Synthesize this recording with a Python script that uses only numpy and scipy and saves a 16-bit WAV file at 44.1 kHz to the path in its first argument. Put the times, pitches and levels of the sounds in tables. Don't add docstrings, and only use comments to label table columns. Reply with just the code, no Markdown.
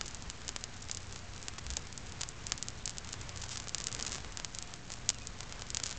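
import sys
import numpy as np
from scipy import signal
from scipy.fft import rfft, irfft
from scipy.io import wavfile
from scipy.ndimage import uniform_filter1d

SR = 44100
rng = np.random.default_rng(int(sys.argv[2]) if len(sys.argv) > 2 else 0)


def master(y):
    cut = np.clip(np.atleast_2d(y).T, -1, 1)
    pcm = np.round(cut * 32767)
    wavfile.write(sys.argv[1], SR, pcm.astype(np.int16))


N = 263718
TIME = np.arange(N) / SR

# frequency_hz, relative_db
AIR_TONE = [(10, -9.5), (24, 0), (52, -.5), (80, -4), (135, -6.5), (200, -13), (310, -17), (460, -16),
            (620, -20), (1000, -19), (1600, -19.5), (2300, -22), (4000, -28), (8000, -33)]
# peak_s, half_width_s, level_db
WIND_GUSTS = [(1.705, 0.044, -41.5), (2.95, 0.19, -55.5)]
# pitch_hz, level_db
MACHINE_NOTES = [(119.3, -60.5), (180, -66), (221, -69.5), (238.5, -68), (274, -71), (360, -77),
                 (712.5, -71)]
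# peak_s, half_width_s, level_db
MACHINE_SWELLS = [(1.0, .3, -55.5), (3.35, .2, -56.5)]
# start_s, length_s, start_pitch_hz, end_pitch_hz, peak_db
FAINT_CHIRPS = [(2.80, 0.038, 3450, 3940, -57.5), (5.12, .07, 3100, 2500, -58),
                (5.205, .04, 2530, 2490, -55.5)]
# frequency_hz, relative_db
ECHO_TONE = [(200, -3), (450, 4.5), (750, -3), (1000, 5.5), (1600, 7), (2500, -10), (3000, 6), (3400, -6),
             (4400, -1.5), (5050, 6.5), (5500, -7.5), (7000, 1.5)]
# frequency_hz, relative_db
BUBBLE_TONE = [(100, -30.5), (400, -13.5), (1000, -9.5), (2000, -6), (3500, -1.5), (5000, 0.5), (7300, 4.5),
               (9000, 1.5)]
# frequency_hz, relative_db
KNOCK_TONE = [(80, -8), (250, -2), (500, 1.5), (900, -3.5), (1600, -8), (4000, -24.5)]
# start_s, length_s, strength_db (compared with SIMMER_DB)
BOIL_UPS = [(0, .3, -54.5), (0.759, .22, -55), (1.279, .17, -52.5), (1.622, .2, -54), (2.031, .2, -56),
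            (2.86, .34, -53), (3.33, .25, -47.5), (3.75, .18, -48.5), (3.94, .22, -43.5),
            (4.868, 0.08, -50.5), (5.435, .2, -52.5), (5.799, .12, -44)]
# start_s,
# length_s, level_db, extra_brightness_db_per_octave
SPUTTER_RUNS = [(0.564, 0.0022, -39.5, 0), (0.822, 0.0071, -34.5, 5.5), (0.896, 0.0048, -35.5, -4),
                (1.582, 0.013, -38.5, -4.5), (1.708, 0.0076, -38.5, -3.5), (1.772, 0.0047, -40.5, -8),
                (2.856, 0.0057, -22, 6), (3.127, 0.0054, -34, 2.5), (3.508, 0.055, -38.5, -1),
                (4.065, 0.01, -32.5, -1.5), (4.116, 0.065, -44.5, -.5), (5.429, 0.01, -44.5, -5.5),
                (5.834, 0.0058, -30.5, 5.5), (5.855, 0.029, -39.5, 0)]
# start_s, relative_db, brightness_db_per_octave
BIG_POPS = [(0.0124, -3.5, 2), (.081, -12, 9), (.147, -12, 10), (.3005, -8, 3.5), (.4807, -7.5, 5.5),
            (0.4913, -4, 4), (0.563, -5.5, 0.5), (0.6401, -5.5, 5), (0.9141, -3.5, 10),
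            (0.9482, -10.5, 9.5), (0.9721, -8, 6), (1.126, -14.5, 5), (1.1612, -13, 1), (1.3628, -19, 7.5),
            (1.4838, -5.5, 3), (1.6662, -12, 2), (1.7039, -7.5, 6), (1.737, -12.5, 4), (1.7694, -1.5, 8),
            (1.927, -15, 4.5), (1.9777, -11.5, 11), (2.2115, -7.5, 2.5), (2.2159, -5, 6.5),
            (2.2344, -4.5, 3), (2.2894, -13.5, 17.5), (2.4685, -6.5, 8), (2.5209, 2.3, 3.5),
            (2.5785, -11.5, 6), (2.6269, -3.5, 8.5), (2.6849, -6, 7), (2.8774, -5, 3.5),
            (2.8952, -8.5, 6.5), (2.9837, -7.5, 7.5), (3.131, -8.5, 7), (3.2133, -16, 6.5),
            (3.2932, -11.2, 3),         (3.3743, -12, 5), (3.4219, -12, 5), (3.5728, -7, 4),
            (3.6008, -9.5, 3), (3.6732, -15, -1), (3.6839, -12, 9), (3.6941, -9.5, 5), (3.7472, 0.6, 5),
            (3.7832, -7.5, 5.5), (3.8027, -9, 3.5), (3.8414, -8, 9), (3.87, -1, 5.5), (3.927, -8.5, 8),
            (3.949, -6, 5.5), (3.9989, -9, 1.5), (4.026, -5, 9.5), (4.183, -16, -0.5), (4.247, -16.5, -1.5),
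            (4.373, -6.5, 4), (4.3992, -9.5, 0.5), (4.4476, -3, 4), (4.5493, -9, 6.5), (4.5872, -6.5, 7.5),
            (4.6255, -10, 7.5), (4.739, -11.5, 3.5), (4.9199, -10.5, 8), (5.0916, 7, 8.5),
            (5.1022, -1.5, 3), (5.2717, -9, 10), (5.4067, -9, 2), (5.5246, -11, 2.5), (5.6212, -10, 1.5),
            (5.704, -7, 7), (5.747, -2, 6), (5.7709, .1, 5), (5.8005, -9.5, 1.5), (5.8375, -1.5, 5.5)]

SIMMER_DB = -56.5


def undb(db):
    return 10 ** (np.asarray(db) / 20)


def unit(x):
    return x / np.sqrt(np.mean(x ** 2) + 1e-18)


def add(out, start_s, sound):
    i = max(int(round(start_s * SR)), 0)
    out[i:i + len(sound)] += sound[:max(N - i, 0)]


def wander(per_s):
    hold = int(SR / per_s)
    steps = np.repeat(rng.standard_normal(N // hold + 1), hold)
    return 1.3 * uniform_filter1d(uniform_filter1d(steps, hold), hold)[:N]


def swells(rows, rest_db):
    return undb(rest_db) + sum(undb(db) * np.exp(-((TIME - s) / width) ** 2) for s, width, db in rows)


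def tone_filter(points, tilt_db=0, size=256):
    hz, db = np.transpose(points)
    octave = np.log2(np.maximum(np.fft.rfftfreq(size, 1 / SR), 10))
    db = np.interp(octave, np.log2(hz), db) + tilt_db * np.clip(octave - np.log2(5000), -3, 1)
    cepstrum = irfft(np.log(undb(db)))
    cepstrum[1:size // 2] *= 2
    cepstrum[size // 2 + 1:] = 0
    return irfft(np.exp(rfft(cepstrum)))


def through(x, impulse):
    return signal.oaconvolve(x, impulse)[:len(x)]


def air_and_wind(hiss_db=-49.5, swell_db=1.0, flicker_db=.98, breeze_db=-66):
    hiss = unit(through(rng.standard_normal(N), tone_filter(AIR_TONE, size=8192)))
    low_band = signal.butter(2, [28, 75], "band", fs=SR, output="sos")
    wind = unit(signal.sosfilt(low_band, rng.standard_normal(N)))
    hiss_gain = undb(hiss_db + swell_db * wander(1.8) + flicker_db * wander(18))
    return hiss * hiss_gain + wind * swells(WIND_GUSTS, breeze_db)


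def far_machine(waver_db=2.0, drift=.006, deep_hz=89.76, deep_rest_db=-63.5, deep_waver_db=1.4):
    def note(pitch_hz):
        hz = pitch_hz * (1 + drift * wander(6))
        return np.sqrt(2) * np.sin(2 * np.pi * np.cumsum(hz) / SR)
    steady = sum(note(hz) * undb(db + waver_db * wander(5)) for hz, db in MACHINE_NOTES)
    deep = note(deep_hz) * swells(MACHINE_SWELLS, deep_rest_db) * undb(deep_waver_db * wander(5))
    return steady + deep


def chirps():
    out = np.zeros(N)
    for start_s, length_s, start_hz, end_hz, db in FAINT_CHIRPS:
        hz = np.linspace(start_hz, end_hz, int(length_s * SR))
        whistle = np.sin(2 * np.pi * np.cumsum(hz) / SR)
        add(out, start_s, undb(db) * signal.windows.tukey(len(hz), .5) * whistle)
    return out


def echoing_click(scatter_db=-10, scatter_s=.0018, ground_s=.0052, ground_db=-21,
                  tail_db=-21, tail_s=.0072):
    t = TIME[:SR // 20]
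    scatter = rng.standard_normal(len(t)) * np.exp(-t / scatter_s) * (t > .0009)
    tail = rng.standard_normal(len(t)) * np.exp(-t / tail_s) * (t > ground_s)
    echo = undb(scatter_db) * scatter / np.linalg.norm(scatter)
    echo += undb(tail_db) * tail / np.linalg.norm(tail)
    echo += undb(ground_db) * np.sinc((t - ground_s) * SR)
    return signal.unit_impulse(len(t)) + through(echo, tone_filter(ECHO_TONE, size=512))


def burst(tilt_db):
    return through(echoing_click(), tone_filter(BUBBLE_TONE, tilt_db))


def bubbles(samples, per_s, spread_db, tilt_db, spots):
    out = np.zeros(samples)
    for _ in range(spots):
        hits = rng.random(samples) < per_s / spots / SR
        strength = undb(spread_db * np.minimum(rng.standard_exponential(samples), 3))
        out += through(hits * strength, burst(tilt_db))
    return unit(out)


def boiling(rise_s=.06, fall_s=.025):
    power = np.ones(N)
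    for start_s, length_s, db in BOIL_UPS:
        rise = np.clip((TIME - start_s) / rise_s, 0, 1)
        fall = np.exp(-np.maximum(TIME - start_s - length_s, 0) / fall_s)
        power += (undb(db - SIMMER_DB) * rise * fall) ** 2
    return np.sqrt(power)


def crackle(heat, dull_db=-9.5, flicker_db=3.3, growth=.9):
    bright = bubbles(N, per_s=340, spread_db=6.3, tilt_db=0, spots=6)
    dull = bubbles(N, per_s=110, spread_db=4, tilt_db=-5.5, spots=4)
    gain = heat ** growth * undb(SIMMER_DB + flicker_db * wander(35))
    return gain * (bright + undb(dull_db) * dull)


def ticks(heat, simmer_per_s=6, crowding=1.5, base_db=-21, spread_db=1.7, growth=.72,
          tilt_db=-1.0, tilt_spread_db=1.87, max_count=400):
    out = np.zeros(N)
    expected_so_far = np.cumsum(simmer_per_s * heat ** crowding) / SR
    traits = rng.standard_normal((max_count, 2))
    due = np.arange(max_count) + rng.random(max_count)
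    for i, (size, brightness) in zip(np.searchsorted(expected_so_far, due), traits):
        if i < N:
            gain = undb(base_db + spread_db * size) * heat[i] ** growth
            add(out, TIME[i], gain * burst(tilt_db + tilt_spread_db * brightness))
    return out


def sputters(fade_db=6):
    out = np.zeros(N)
    for start_s, length_s, db, tilt_db in SPUTTER_RUNS:
        run = bubbles(int(length_s * SR), per_s=3400, spread_db=3.0, tilt_db=tilt_db, spots=2)
        fade = undb(np.linspace(0, -fade_db, len(run)))
        add(out, start_s, undb(db) * unit(run * fade))
    return out


def pops(gain_db=-1, knock_db=-15.5, usual_tilt_db=5):
    out = np.zeros(N)
    for start_s, db, tilt_db in BIG_POPS:
        knock = undb(knock_db) * through(echoing_click(), tone_filter(KNOCK_TONE))
        snap = burst(tilt_db - usual_tilt_db)
        add(out, start_s, undb(db + gain_db) * (snap + knock))
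    return out


def scene():
    heat = boiling()
    fire = pops() + sputters() + ticks(heat) + crackle(heat)
    return (fire + air_and_wind() + far_machine() + chirps())[None]


def record(dry, camera_rate_hz=16000, step=.0055, top_hz=8800):
    sampled = signal.resample_poly(dry, camera_rate_hz, SR, axis=-1)
    stepped = step * np.floor(sampled / step)
    played = signal.resample_poly(stepped, SR, camera_rate_hz, axis=-1)[:, :N]
    low_pass = signal.firwin(161, top_hz, window=("kaiser", 8), fs=SR)
    return signal.convolve(played, low_pass[None], mode="same")


dry = scene()
out = record(dry)
master(out)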